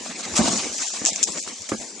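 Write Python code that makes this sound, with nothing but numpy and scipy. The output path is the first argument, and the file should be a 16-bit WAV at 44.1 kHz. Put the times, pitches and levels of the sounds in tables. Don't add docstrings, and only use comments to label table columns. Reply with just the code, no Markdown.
import sys
import numpy as np
from scipy import signal
from scipy.fft import rfft, irfft, next_fast_len
from scipy.io import wavfile
from scipy.ndimage import uniform_filter1d, map_coordinates

SR = 44100
rng = np.random.default_rng(int(sys.argv[2]) if len(sys.argv) > 2 else 0)


def output_pcm(signal):
    pcm = np.clip(np.atleast_2d(signal).T, -1, 1) * 32767
    wavfile.write(sys.argv[1], SR, np.round(pcm).astype(np.int16))


def nominal_scale(level):
    x = np.asarray(level, float) / 20
    return 10 ** x


N = 88200
SLIPS_PER_S, SLIP_SPREAD_DB = 2500, 3.5
THUDS_PER_S = 300


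def unit(x):
    return x / np.sqrt(np.mean(x ** 2) + 1e-20)


def along(points, hz):
    point_hz, value = np.transpose(points)
    return np.interp(np.log(hz + 1), np.log(point_hz + 1), value)


def curve(rows):
    s, value = np.transpose(rows)
    return np.interp(np.arange(N) / SR, s, value)


def wobble(knots_per_s):
    knots = rng.standard_normal(int(N * knots_per_s / SR) + 4)
    return map_coordinates(knots, [np.arange(N) * knots_per_s / SR])


def swell(start_s, length_s, rise_s, t60_s):
    t = np.arange(N) / SR - start_s
    return np.clip(t / rise_s, 0, 1) * nominal_scale(-60 * np.maximum(t - length_s, 0) / t60_s)


def causal(points, size=4096):
    cepstrum = irfft(np.log(nominal_scale(along(points, np.fft.rfftfreq(size, 1 / SR))) + 1e-6))
    cepstrum[1:size // 2] *= 2
    cepstrum[size // 2 + 1:] = 0
    return irfft(np.exp(rfft(cepstrum)))[:size // 2]


def patchy(pair):
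    # frequency in Hz, patch depth in dB.
    patch_depth = [(200, 2), (1200, 5), (4000, 3), (8000, 2.5), (10500, 7)]
    hz, _, z = signal.stft(pair, SR, nperseg=512)
    field = rng.standard_normal(z.shape[1:])
    field = uniform_filter1d(field, size=4, axis=0)
    field = unit(uniform_filter1d(field, size=6, axis=1))
    gain = nominal_scale(along(patch_depth, hz)[:, None] * field)
    return signal.istft(z * gain, SR, nperseg=512)[1][:, :N]


def grains(per_s, spread_db, colour):
    hiss_db, biggest = 8, 3
    when, sign, rarity = rng.random((round(per_s * N / SR), 3)).T
    size = nominal_scale(spread_db * np.minimum(-np.log(1 - rarity), biggest))
    ticks = np.bincount((when * N).astype(int), np.sign(sign - .5) * size, N)
    smear = rng.standard_normal(64) * np.hanning(64)
    pair = np.array([unit(ticks), unit(np.convolve(ticks, smear)[:N])])
    pair = pair + nominal_scale(hiss_db) * rng.standard_normal((2, N))
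    pair = patchy(signal.fftconvolve(pair, causal(colour)[None], axes=1)[:, :N])
    return pair / pair.std(axis=1, keepdims=True)


def spread(middle, side, lefter=None):
    # frequency in Hz, left-right likeness (0-1).
    likeness = [(60, 0.41), (170, 0.91), (480, 0.86), (1370, 0.71), (3880, 0.57), (11000, 0.43)]
    # frequency in Hz, left over right in dB.
    usual_lefter = [(60, -3), (200, -1), (2000, 0), (5500, -2), (6300, -2), (6800, 6), (7600, 11),
                    (9000, 14)]
    if lefter is None:
        lefter = usual_lefter
    size = next_fast_len(N + 8192)
    hz = np.fft.rfftfreq(size, 1 / SR)
    angle = np.arccos(np.clip(along(likeness, hz), -1, 1)) / 2
    a = rfft(middle, size) * np.cos(angle)
    b = rfft(side, size) * np.sin(angle)
    tilt = nominal_scale(along(lefter, hz) / 2)
    return irfft([(a + b) * tilt, (a - b) / tilt], size)[:, :N]


def crackle():
    # time in seconds, stirring strength in dB, scuffing relative to it in dB.
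    stir_rows = [(0, -37.5, 4.5), (.24, -40, 6), (.33, -32, 3.5), (.4, -27.5, 3), (.48, -23.5, 0),
                 (.57, -24.5, -3), (.6, -30, 3), (.67, -29, 0.5), (.7, -33.5, 3), (0.819, -28, -3.5),
                 (.98, -33.5, 1), (1.12, -34.5, 3.5), (1.3, -32, -1.5), (1.44, -35.5, -1.5),
                 (1.68, -40, -1), (1.72, -37, -0.5), (1.82, -37.5, -4.5), (2, -43, -1.5)]
    # frequency in Hz, crackle colour in dB per Hz.
    foam_colour = [(2000, -58.5), (3200, -21.5), (4300, -10), (5350, -4.5), (5950, -2), (7340, -3),
                   (9720, -24), (11400, -38), (14900, -114), (22000, -120)]
    # frequency in Hz, scuff colour in dB per Hz.
    scuff_colour = [(300, -48), (600, -1.5), (1500, -6), (2100, -0.5), (3400, 0.5), (4600, -3), (7000, -43),
                    (22000, -120)]
    clump_db, scuff_db, scuff_clump_db = 1, -7.5, 2.5
    s, strength_db, scuff_over_db = np.transpose(stir_rows)
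    strength = curve(np.c_[s, strength_db])
    rub_gain = nominal_scale(strength + clump_db * wobble(60.01) + 0.94 * wobble(220) + 0.17 * wobble(10))
    scuff_gain = nominal_scale(strength + curve(np.c_[s, scuff_over_db]) + scuff_db + scuff_clump_db * wobble(45.06))
    rub = rub_gain * grains(SLIPS_PER_S, SLIP_SPREAD_DB, foam_colour)
    scuff = scuff_gain * grains(SLIPS_PER_S / 2, SLIP_SPREAD_DB, scuff_colour)
    return spread(*(rub + scuff))


def crunches():
    # start in seconds, length in seconds, level in dB.
    crunch_rows = [(0.047, 0.03, -35.5), (0.182, 0.028, -33), (0.225, 0.032, -35), (0.351, 0.035, -19.5),
                   (0.464, 0.025, -24.5), (0.547, 0.012, -31), (0.845, 0.01, -50), (0.93, 0.04, -34),
                   (1.047, 0.052, -29.5), (1.154, 0.027, -37), (1.268, 0.014, -30.5), (1.37, 0.012, -32),
                   (1.422, 0.015, -42), (1.478, 0.0065, -38.5), (1.69, 0.0061, -29.5),
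                   (1.801, 0.022, -39.5)]
    # frequency in Hz, crunch colour in dB per Hz.
    crush_colour = [(290, -38), (600, -2), (1500, -11), (2800, -7), (7400, -0.5), (11000, -32.5),
                    (11600, -67.5), (22000, -120)]
    rise_share, t60_s = 0.35, 0.071
    gain = sum(nominal_scale(db) * swell(s, length_s, rise_share * length_s, t60_s) for s, length_s, db in crunch_rows)
    return spread(*(gain * grains(SLIPS_PER_S, SLIP_SPREAD_DB, crush_colour)))


def slips():
    # slip time in seconds, peak in dB.
    creak_rows = [(1.0514, -1), (1.0605, -1.5), (1.0681, -5), (1.0719, -11), (1.0741, -6), (1.0785, -7),
                  (1.0827, -10), (1.0865, -12), (1.0903, -9), (1.0948, -16), (1.0978, -18), (1.1008, -19),
                  (1.104, -18), (1.2295, -2), (1.233, -4), (1.2356, -8), (1.2373, -8), (1.2385, -7),
                  (1.24, -8), (1.2407, -8)]
    # snap time in seconds, peak in dB.
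    snap_rows = [(.368, -10), (.3775, -13), (.5747, -16), (.7437, -19), (.8195, -17), (.883, -18),
                 (1.1323, -17), (1.1600, -9), (1.3213, -21), (1.3783, -21), (1.3841, -20), (1.3902, -22),
                 (1.3939, -23), (1.4007, -19), (1.416, -21), (1.427, -22), (1.4376, -21), (1.4765, -24),
                 (1.6197, -21), (1.6896, -21), (1.694, -20), (1.8213, -24)]
    # frequency in Hz, slip colour in dB per Hz.
    slip_colour = [(200, -51.5), (600, -22), (2000, -20.5), (3100, -11.5), (4300, -16.5), (5500, -2.5),
                   (7200, 3.5), (8400, -10), (11000, -26), (13000, -63)]
    # frequency in Hz, left over right in dB.
    slip_lefter = [(60, 0), (4200, 0), (5500, -6), (6200, -4), (6900, 7), (7600, 12), (8400, 8), (10000, 6)]
    ring_db, ring_t60_s = -13, .006
    out = np.zeros((2, N + SR))
    t = np.arange(SR // 50) / SR
    body = causal(slip_colour)
    for s, db in [*creak_rows, *snap_rows]:
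        kick = nominal_scale(ring_db - 60 * t / ring_t60_s) * rng.standard_normal((2, len(t)))
        kick[0, 0] = 1
        pair = signal.fftconvolve(kick, body[None], axes=1)
        pair = pair / np.abs(pair).max(axis=1, keepdims=True)
        out[:, round(s * SR):][:, :pair.shape[1]] += nominal_scale(db) * pair
    return spread(*out[:, :N], slip_lefter)


def knocks():
    # time in seconds, peak in dB, lowest mode in Hz, hardness in dB, ring length share.
    knock_rows = [(0.056, -36.5, 270, -9, .7), (0.339, -25, 334, 12, 0.97), (0.3908, -6.5, 237, 3.5, 0.92),
                  (0.3973, -12, 214, 2, 0.21), (0.409, -12.5, 232, -2, 0.96), (.43, -18.5, 303, -8, 0.77),
                  (0.442, -17.5, 230, -12, 0.84), (0.457, -20.5, 220, 13, .7), (.477, -10, 263, 6, 0.69),
                  (.486, -20, 237, 2, 0.91), (0.505, -21, 205, -8, .9), (.527, -18, 221, 2, 0.59),
                  (.553, -20, 216, -5, 0.63), (.582, -22, 218, -13, 0.76), (1.0172, -16.5, 290, 2, 0.5),
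                  (1.041, -24, 290, 2, 0.78), (1.119, -20.5, 258, -8, 0.24), (1.2874, -17, 288, 1, 0.37),
                  (1.472, -27.5, 302, 15, 0.27), (1.7193, -7.5, 333, 0, 0.23), (1.7284, -20.5, 266, 5, 0.5),
                  (1.7356, -20.5, 210, 11, 0.31), (1.745, -24.5, 225, 8, 0.72)]
    # ratio to lowest mode, level in dB, t60 in seconds.
    box_modes = [(1, 0, .075), (1.45, -9, .03), (2.6, -11, .025), (3.2, -12, .02), (4.6, -17, .012),
                 (6.2, -17, .01), (9.2, -26, .008)]
    # frequency in Hz, rattle colour in dB per Hz.
    rattle_colour = [(60, -40), (110, -8), (240, 0), (450, -9), (900, -14), (1700, -19), (2600, -32),
                     (8000, -100)]
    gain_db, blow_s, detune = -1.5, .0013, .03
    rattle_db, rattle_t60_s = -13, .11
    out = np.zeros(N + SR)
    shake = np.zeros(N)
    t = np.arange(SR // 4) / SR
    for s, db, hz, hard_db, share in knock_rows:
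        ring = np.zeros(len(t))
        for ratio, level_db, t60_s in box_modes:
            level_off_db, pitch_off = rng.standard_normal(2)
            mode_db = level_db + hard_db * np.log(ratio) + level_off_db
            mode_hz = hz * ratio * (1 + detune * pitch_off)
            ring += nominal_scale(mode_db - 60 * t / t60_s / share) * np.sin(2 * np.pi * mode_hz * t)
        out[round(s * SR):][:len(t)] += nominal_scale(db + gain_db) * ring * (1 - np.exp(-t / blow_s))
        shake += nominal_scale(db + rattle_db) * swell(s, 0.0042, 0.00036, rattle_t60_s * share)
    panels = out[:N] * nominal_scale([[-.6], [.6]])
    return panels + spread(*(shake * grains(6 * THUDS_PER_S, 1.2, rattle_colour)))


def taps():
    # time in seconds, peak in dB, pitch in Hz.
    tap_rows = [(.0612, -22, 704), (.196, -26, 910), (.263, -26, 820), (.323, -26.5, 630), (.361, -28, 710),
                (.402, -22, 1070), (.459, -14.5, 704), (.480, -15, 750), (.6023, -44, 1100),
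                (.747, -27, 610), (.939, -25, 810), (1.016, -24, 1640), (1.066, -24.5, 796),
                (1.085, -22.5, 751), (1.159, -16.5, 2450), (1.189, -31, 845), (1.229, -28, 1480),
                (1.276, -38, 2160), (1.288, -29.5, 820), (1.3845, -19, 2160), (1.464, -30, 995),
                (1.4765, -20, 1340), (1.549, -34, 2920), (1.6905, -19.5, 2100), (1.695, -28, 615),
                (1.7177, -14.5, 1240), (1.7198, -18, 2130), (1.725, -18.5, 1650), (1.7295, -21, 1400),
                (1.746, -24, 895), (1.8153, -38, 1800)]
    t60_cycles, upper_ratio, upper_db = 9.8, 1.64, -9.5
    out = np.zeros((2, N + SR))
    t = np.arange(SR // 20) / SR
    for s, db, hz in tap_rows:
        phase = 2 * np.pi * rng.random((2, 2, 1)) * [[[0]], [[1]]]
        ring = np.sin(2 * np.pi * hz * t + phase[:, 0])
        ring = ring + nominal_scale(upper_db) * np.sin(2 * np.pi * hz * upper_ratio * t + phase[:, 1])
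        envelope = nominal_scale(db - 60 * t * hz / t60_cycles) * np.minimum(t * hz * 2, 1)
        out[:, round(s * SR):][:, :len(t)] += envelope * ring
    return spread(*out[:, :N])


def rumble():
    # time in seconds, weight shifting on the box in dB.
    load_rows = [(0, -42), (.27, -38), (.4, -32.5), (.56, -33.5), (.66, -40), (.76, -40.5), (.86, -48.5),
                 (.97, -44), (1.05, -43), (1.19, -44), (1.25, -44.5), (1.33, -44.5), (1.42, -46.5),
                 (1.5, -46), (1.66, -53), (1.76, -43.5), (1.88, -47), (2, -51.5)]
    # frequency in Hz, cardboard colour in dB per Hz.
    board_colour = [(60, -79), (110, -21.5), (220, 0.5), (330, -3.5), (700, -9.5), (1300, -20),
                    (2500, -13.5), (4000, -63.5)]
    gain = nominal_scale(curve(load_rows) + 3.22 * wobble(24.8))
    return spread(*(gain * grains(THUDS_PER_S, -2, board_colour)))


def pushes():
    # time in seconds, level in dB.
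    push_rows = [(.01, -54), (.11, -56), (.29, -46), (.335, -35), (0.408, -30), (.6, -48), (0.649, -47),
                 (.7, -50), (1.05, -60), (1.135, -57), (1.22, -54), (1.298, -49), (1.47, -55), (1.61, -47),
                 (1.736, -46), (1.79, -46.5)]
    push_hz, push_s, pitch_spread_db, balance_spread_db = 83, 0.014, 2.7, 5.6
    out = np.zeros((2, N))
    for s, db in push_rows:
        t = np.arange(N) / SR - s
        pitch, phase, balance = rng.standard_normal(3)
        gain = nominal_scale(db + balance_spread_db * np.array([[balance - 1], [1 - balance]]) / 2)
        hz = push_hz * nominal_scale(pitch_spread_db * pitch)
        out += gain * np.exp(-(t / push_s) ** 2) * np.sin(2 * np.pi * hz * t + 3 * phase)
    return out


def walls(x):
    # frequency in Hz, t60 in seconds.
    wall_t60 = [(200, 0.2), (2000, 0.1), (10000, 0.18)]
    hz, t, z = signal.stft(rng.standard_normal((2, SR // 4)), SR, nperseg=256)
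    tail = signal.istft(z * nominal_scale(-60 * t / along(wall_t60, hz)[:, None]), SR, nperseg=256)[1]
    return signal.fftconvolve(x, tail / np.linalg.norm(tail[0]), axes=1)[:, :N]


def scene():
    wall_db = -11
    hits = slips() + knocks() + taps()
    return crackle() + crunches() + hits + rumble() + pushes() + nominal_scale(wall_db) * walls(hits)


def drop_weak_bands(x):
    # frequency in Hz, drop threshold in dB relative to the moment's loudness.
    mask_rows = [(500, -42.5), (900, -34), (1500, -34.5), (2500, -35.5), (4500, -46), (7500, -57),
                 (8600, -37.5), (9600, -34.5), (11500, -31)]
    hold, floor_db = 0.37, -44
    hz, _, z = signal.stft(x, SR, nperseg=1024)
    power = np.abs(z) ** 2
    total = power.sum(axis=1).mean(axis=0)
    loud = signal.lfilter([0, 1 - hold], [1, -hold], total) + nominal_scale(floor_db) ** 2
    weak = uniform_filter1d(power, size=3, axis=1) < loud * nominal_scale(along(mask_rows, hz))[:, None] ** 2
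    return x - signal.istft(z * weak, SR, nperseg=1024)[1][:, :N]


def low_pass(x):
    return signal.sosfilt(signal.butter(12, 11600, fs=SR, output="sos"), x)


def record(dry):
    low_cut_hz, clip_level = 63, 1.5
    low_cut = signal.butter(2, low_cut_hz, "high", fs=SR, output="sos")
    x = signal.sosfilt(low_cut, dry)
    x = x / (1 + np.abs(x / clip_level) ** 4) ** .25
    mix = drop_weak_bands(x)
    return low_pass(mix)


dry = scene()
out = record(dry)
output_pcm(out)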